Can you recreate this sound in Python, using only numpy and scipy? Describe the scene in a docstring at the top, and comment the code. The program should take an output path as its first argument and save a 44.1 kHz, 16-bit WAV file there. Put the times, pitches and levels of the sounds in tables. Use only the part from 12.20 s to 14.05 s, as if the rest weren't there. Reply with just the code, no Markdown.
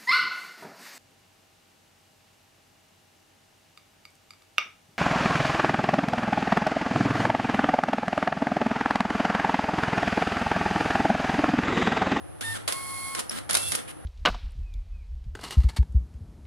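"""A small quiet room: a dot matrix printer, heard from just above, homes its carriage.
A stepper motor makes four runs. It whines at its step rate and shakes the casing while speeding up
and braking; the carriage hisses along its rail. The frame hums in the first run, the drive squeals
in the last. Slack parts knock at starts and stops, a catch ticks, a soft shuffle ends it."""
import sys
import numpy as np
from scipy import signal
from scipy.fft import rfft, irfft
from scipy.io import wavfile

SR = 44100
rng = np.random.default_rng(int(sys.argv[2]) if len(sys.argv) > 2 else 0)


def persist_wave(psi):
    """Save psi, clipped to +-1, as 16-bit WAV."""
    counts = np.round(np.clip(psi, -1, 1) * 32767).astype(np.int16)
    wavfile.write(sys.argv[1], SR, np.atleast_2d(counts).T)


N = 81585

# Spectrum of shaking parts. Each row: frequency in Hz, level in dB.
JUDDER_SPECTRUM = [(200, -16.5), (500, -4), (850, -13), (1300, 1), (2000, -1.5), (2600, -4.5), (3400, -0.5),
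                   (6200, -10.5), (10500, -1), (12000, -48), (15000, -95)]


def undb(db):
    return 10 ** (np.asarray(db) / 20)


def clock():
    return np.arange(N) / SR


def unit(x):
    return x / np.sqrt(np.mean(x ** 2) + 1e-18)


def shape(x, points, tilt_db=0):
    """Filter by (Hz, dB) points and a tilt per octave about 5 kHz, held below 625 Hz."""
    hz, db = np.array(points, float).T
    log_hz = np.log2(np.maximum(np.fft.rfftfreq(2 * N, 1 / SR), 1))
    octaves = np.maximum(log_hz - np.log2(5000), -3)
    gain = undb(np.interp(log_hz, np.log2(hz), db) + tilt_db * octaves)
    return irfft(rfft(x, 2 * N) * gain)[..., :N]


def walk(rate_hz):
    """Smooth random curve, unit RMS."""
    points = rng.standard_normal(N // 8)
    return unit(np.interp(clock() * rate_hz, np.arange(len(points)), points))


def noise(spectrum, tilt_db=0, grain=0):
    """Coloured stereo noise, unit RMS; grain makes it a mass of uneven tiny contacts."""
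    contact_size = np.exp(grain * walk(1500))
    return unit(shape(rng.standard_normal((2, N)) * contact_size, spectrum, tilt_db))


def gate(start_s, stop_s, edge_s):
    """On from start to stop, with linear edges."""
    t = clock()
    return np.clip(np.minimum(t - start_s, stop_s - t) / edge_s, 0, 1)


def convolve(x, response):
    return signal.fftconvolve(x, response, axes=-1)[:, :N]


def spread(x, width):
    """Filter side against mid: the microphone pair hears diffuse bass in opposite phase."""
    mid = (x[0] + x[1]) / 2
    side = shape((x[0] - x[1]) / 2, width)
    return np.array([mid + side, mid - side])


def air():
    """Quiet, steady room noise, wide in the bass."""
    # Each row: frequency in Hz, level in dB.
    spectrum = [(15, -72), (25, -27), (86, -6), (128, -7), (224, -17.5), (309, -5.5), (415, -15),
                (515, -7.5), (637, -11), (749, -5), (927, -11.5), (1060, -15), (1180, -11.5), (1280, -12.5),
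                (1720, -14.5), (2180, -21), (2430, -22.5), (3090, -25), (5010, -33.5), (6370, -34),
                (7890, -37), (10300, -14.5), (15000, -60)]
    # Each row: frequency in Hz, side gain in dB.
    width = [(30, 9), (80, 12), (160, 15.5), (310, 11.5), (450, 10.5), (750, 1.5), (1300, -4.5),
             (2500, -0.5), (5000, 1), (15000, -0.5)]
    return spread(undb(-48) * noise(spectrum), width)


def room(x):
    """Dense reflections of a small room; the treble dies first."""
    low_t60_s, treble_t60_s, onset_s = 0.51, 0.3, 0.004
    t = clock()
    wash = rng.standard_normal((2, N))
    low = signal.sosfilt(signal.butter(2, 2500, fs=SR, output="sos"), wash)
    tail = low * undb(-60 * t / low_t60_s) + (wash - low) * undb(-60 * t / treble_t60_s)
    response = unit(tail * np.minimum(t / onset_s, 1)) / np.sqrt(N)
    return undb(-8) * convolve(x, response)


def casing(x):
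    """Casing modes rung by x, each reaching the two ears in its own phase."""
    # Each row: frequency in Hz, level in dB, T60 in seconds.
    modes = [(533, -2, .25), (705, -3, .2), (1058, -2, .2), (1200, 0, .25), (1376, -2, .2), (1610, -7, .1),
             (2090, -9, .1), (9443, -9, .12), (9980, -10, .12), (10142, -8, .12), (10522, -10, .12),
             (10664, -10, .12)]
    t = clock()
    response = sum(undb(db - 60 * t / t60_s) * np.sin(2 * np.pi * (hz * t + rng.random((2, 1))))
                   for hz, db, t60_s in modes)
    return undb(-51) * convolve(x, response)


def frame_hum():
    """A low frame mode during the first run, in near opposite phase at the ears."""
    # Each row: time in seconds, level in dB.
    contour = [(.215, -62), (.25, -42.5), (.315, -35), (.39, -47), (.48, -43.5), (.53, -59)]
    times_s, db = np.array(contour).T
    mode_hz, ear_phase_rad = 106.4, np.array([[2.6], [0]])
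    cycles = np.cumsum(mode_hz * (1 + 0.018 * walk(49.5))) / SR
    envelope = gate(times_s[0], times_s[-1], 0.01) * undb(np.interp(clock(), times_s, db))
    return envelope * np.sqrt(2) * np.sin(2 * np.pi * cycles + ear_phase_rad)


def shuffle():
    """The mechanism settles with a short, soft scrape."""
    # Each row: frequency in Hz, level in dB.
    spectrum = [(250, -20), (600, -7), (1400, 2), (3100, 3.5), (4500, -4.5), (6500, -8.5), (8500, -3),
                (10400, 5.5), (12000, -12), (15000, -20)]
    return undb(-42) * gate(1.672, 1.722, edge_s=0.0091) * noise(spectrum, grain=0.15)


def chatter():
    """Slack parts tremble on briefly after a stop."""
    # Each row: start in seconds, level in dB, decay in seconds.
    bursts = [(0.37, -43, 0.052), (1.191, -44, 0.014), (1.564, -32, 0.027)]
    envelope = 0
    for start_s, db, decay_s in bursts:
        age_s = np.maximum(clock() - start_s, 0)
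        envelope += undb(db) * gate(start_s, N / SR, 0.016) * np.exp(-age_s / decay_s)
    return envelope * undb(0.84 * walk(120)) * noise(JUDDER_SPECTRUM, tilt_db=-2.5, grain=0.35)


def catch():
    """A small metal part pings once as the carriage leaves its end stop."""
    # Each row: frequency in Hz, level in dB, T60 in seconds.
    modes = [(5130, -4, 0.016), (5490, 0, 0.018), (6700, -28, 0.027), (9900, -7, .015), (10720, 3, 0.014)]
    start_s, rise_s, ear_phase_rad = 1.0948, 0.0016, np.array([[0], [np.pi / 2]])
    age_s = np.maximum(clock() - start_s, 0)
    ping = sum(undb(db - 60 * age_s / t60_s) * np.sin(2 * np.pi * hz * age_s + ear_phase_rad)
               for hz, db, t60_s in modes)
    return undb(-17.5) * np.minimum(age_s / rise_s, 1) * ping


def squeal():
    """The drive squeals, wavering, at top speed in the fastest run."""
    # Each row: time in seconds, pitch in Hz, level in dB.
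    contour = [(1.42, 3330, -55), (1.436, 3350, -36), (1.452, 3475, -39), (1.468, 3426, -36.5),
               (1.478, 3390, -37), (1.49, 3420, -39), (1.5, 3390, -57)]
    times_s, hz, db = np.array(contour).T
    t = clock()
    ear_phase_rad = np.array([[0], [1.2]])
    cycles = np.cumsum(np.interp(t, times_s, hz) * (1 + 0.0059 * walk(270))) / SR
    envelope = gate(times_s[0], times_s[-1], 0.004) * undb(np.interp(t, times_s, db))
    return envelope * np.sin(2 * np.pi * cycles + ear_phase_rad)


def knocks():
    """Slack parts knock: tight clusters of contacts, too light to give bass."""
    # Each row: start in seconds, level in dB, decay in seconds, tilt in dB per octave.
    hits = [(0.2087, -29, 0.0048, -2), (0.4764, -21.5, 0.0098, -2.5), (0.4828, -29, 0.0074, -5.5),
            (0.491, -37, .003, -21), (0.5223, -22.5, 0.007, -1.5), (0.9486, -26, 0.0066, -3),
            (0.984, -33.5, 0.0058, -7), (0.991, -25, 0.011, -2), (1.0962, -33, 0.003, -1.5),
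            (1.185, -32.5, 0.0057, -5), (1.292, -31.5, 0.012, -6), (1.2963, -24.5, 0.0058, -2.5),
            (1.3084, -18, 0.0025, -1), (1.33, -21, 0.0033, 1), (1.3422, -19.5, 0.0066, -2.5),
            (1.35, -12.5, 0.005, -2), (1.3654, -27, 0.0083, -6.5), (1.369, -17, 0.0042, -0.5),
            (1.485, -27, .004, 14), (1.5183, -20.5, 0.006, -2), (1.5499, -18, 0.0063, 0)]
    # Each row: frequency in Hz, level in dB.
    spectrum = [(120, -21), (220, -16), (330, -19.5), (550, -4), (900, -4.5), (1350, 2.5), (1700, 1.5),
                (2150, 0), (2650, 1), (3400, 3.5), (5200, 5.5), (6200, 2.5), (8200, 4), (9400, 7.5),
                (10600, 12.5), (11800, -2), (15000, -13)]
    rise_s = 0.0015
    out = 0
    for start_s, db, decay_s, tilt_db in hits:
        age_s = np.maximum(clock() - start_s, 0)
        envelope = np.minimum(age_s / rise_s, 1) * np.exp(-np.maximum(age_s - rise_s, 0) / decay_s)
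        out += undb(db) * envelope * noise(spectrum, tilt_db)
    return signal.sosfilt(signal.butter(4, 310, "high", fs=SR, output="sos"), out)


def stepper_whine(steps, harmonics_db):
    """Multiples of the step rate, each with a slow waver and a fast flutter."""
    out = 0
    for k, db in enumerate(harmonics_db, 1):
        waver_db = 2.15 * np.array([walk(24.8), walk(25.84)])
        flutter = 1 + 0.035 * k * walk(200)
        out += undb(db + waver_db) * flutter * np.sqrt(2) * np.sin(2 * np.pi * k * steps)
    return out


def stepper_growl(steps, ramp, running):
    """Rough tone of the slow, uneven steps in the lower 45% of a ramp."""
    envelope = running * np.sqrt(np.clip((0.45 - ramp) * 3, 0, 1)) * undb(1.5 * walk(200))
    tone = np.sin(2 * np.pi * steps) + 1.7 * np.sin(4 * np.pi * steps)
    return undb(-47) * shape(envelope * tone, [(500, 3.5), (1100, -10), (1700, -25), (2600, -14)])


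def carriage():
    """Runs ramp up, cruise and brake: whine and rail hiss grow with speed, judder fades."""
    # Each row: start, stop, speed-up and braking in seconds, step rate in Hz, pull-in share of that
    # rate, hiss in dB, hiss tilt in dB per octave, belt roll, judder and rumble in dB,
    # whine swell in dB per second, lag between ears in ms.
    runs = [(0.209, 0.378, .036, .048, 903.6, 0.7, -39.5, -0.5, -46, -37, -55, -5, 0.09),
            (.477, 1.01, .06, .055, 1086, .8, -39, 3, -48, -34, -63, 5, 0.067),
            (1.106, 1.191, 0.037, .04, 811.6, 0.76, -42.5, -5.5, -44, -36, -51, 7, 0.07),
            (1.291, 1.557, .10, .043, 2694, .4, -32.5, 0, -50, -33.5, -49, -40, -0.078)]
    # Each row: one run's levels of step-rate multiples 1 to 6 in dB.
    whine_db = [(-52.5, -36, -53.5, -45, -76, -58), (-42.5, -44.5, -57.5, -50, -66, -72),
                (-66, -45.5, -71, -56, -60, -75), (-43, -68, -68, -77, -79, -92)]
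    # Three spectra. Each row: frequency in Hz, level in dB.
    rail_spectrum = [(1200, -25.5), (2700, -16), (3200, -6), (3750, -7.5), (4500, -6), (5200, -6.5),
                     (6100, -12.5), (8000, -6), (9400, -1.5), (10100, 2.5), (10700, 4.5), (11300, -9.5),
                     (12200, -16), (13300, -30), (15000, -38)]
    belt_spectrum = [(120, -4), (220, -14), (320, -21), (550, -25), (800, 1.5), (1300, 7), (1750, -0.5),
                     (2100, 4), (2700, -5), (5000, -8)]
    rumble_spectrum = [(30, -31), (60, -1), (85, 9.5), (106, 21), (135, -12.5), (220, -16), (320, -15.5),
                       (600, -74)]
    ramp_ease, whine_floor, hiss_floor = 1.7, 0.083, 0.17
    t = clock()
    motor = clatter = rumble = 0
    for run, harmonics_db in zip(runs, whine_db):
        (start_s, stop_s, speed_up_s, brake_s, step_hz, pull_in,
         hiss_db, tilt_db, roll_db, judder_db, rumble_db, swell_db_per_s, lag_ms) = run
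        running = gate(start_s, stop_s, 0.0025)
        ramp = np.clip(np.minimum((t - start_s) / speed_up_s, (stop_s - t) / brake_s), 0, 1)
        speed = 1 - (1 - pull_in) * (1 - ramp) ** ramp_ease
        hunting = (0.003 + 0.09 * (1 - ramp)) * walk(260)  # rotor speed scatter
        steps = np.cumsum(step_hz * speed * (1 + hunting)) / SR
        ear_steps = steps - step_hz * lag_ms / 1000 * np.array([[0], [1]])

        swell = undb(swell_db_per_s * (t - (start_s + stop_s) / 2))
        whine_gain = running * (whine_floor + (1 - whine_floor) * ramp) * swell
        motor += whine_gain * stepper_whine(ear_steps, harmonics_db)
        motor += stepper_growl(ear_steps, ramp, running)

        hiss_gain = undb(hiss_db + 0.9 * walk(39.9)) * (hiss_floor + (1 - hiss_floor) * ramp)
        hiss = hiss_gain * noise(rail_spectrum, tilt_db, grain=0.18)
        judder = undb(judder_db) * (1 - ramp ** 2.57) * noise(JUDDER_SPECTRUM, grain=0.22)
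        roll = undb(roll_db) * noise(belt_spectrum)
        step_pulse = 1 + 0.19 * np.cos(2 * np.pi * steps)
        clatter += running * step_pulse * (hiss + judder + roll)
        rumble += undb(rumble_db) * gate(start_s, stop_s + 0.093, 0.15) * noise(rumble_spectrum)
    return motor, clatter, rumble


def scene():
    """The mechanism rings the casing and the room, over quiet air."""
    # Each row: frequency in Hz, side gain in dB.
    width = [(30, -13), (80, 3), (160, 22.5), (230, 26.5), (400, 11), (750, 10.5), (1300, 0.5), (2200, 2),
             (4000, -1.5), (15000, 0.5)]
    motor, clatter, rumble = carriage()
    body = clatter + knocks() + chatter() + shuffle()
    body += casing(body)
    tones = motor + squeal()
    tick = catch()
    background = air() + frame_hum()
    reflections = room(body + 0.75 * tick + 0.22 * tones)
    return background + tones + tick + spread(body + rumble + reflections, width)


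def record(dry):
    """Two microphones, each slightly coloured; the top is cut."""
    # Each row: frequency in Hz, left over right in dB.
    balance = [(80, 5.5), (200, -1), (1200, 0.5), (3000, -1), (6000, 0.5), (10000, -3), (14000, -5)]
    top_hz = 15150
    left = shape(dry[0], [(hz, db / 2) for hz, db in balance])
    right = shape(dry[1], [(hz, -db / 2) for hz, db in balance])
    return signal.sosfilt(signal.ellip(8, 0.2, 70, top_hz, fs=SR, output="sos"), np.array([left, right]))


dry = scene()
out = record(dry)
persist_wave(out)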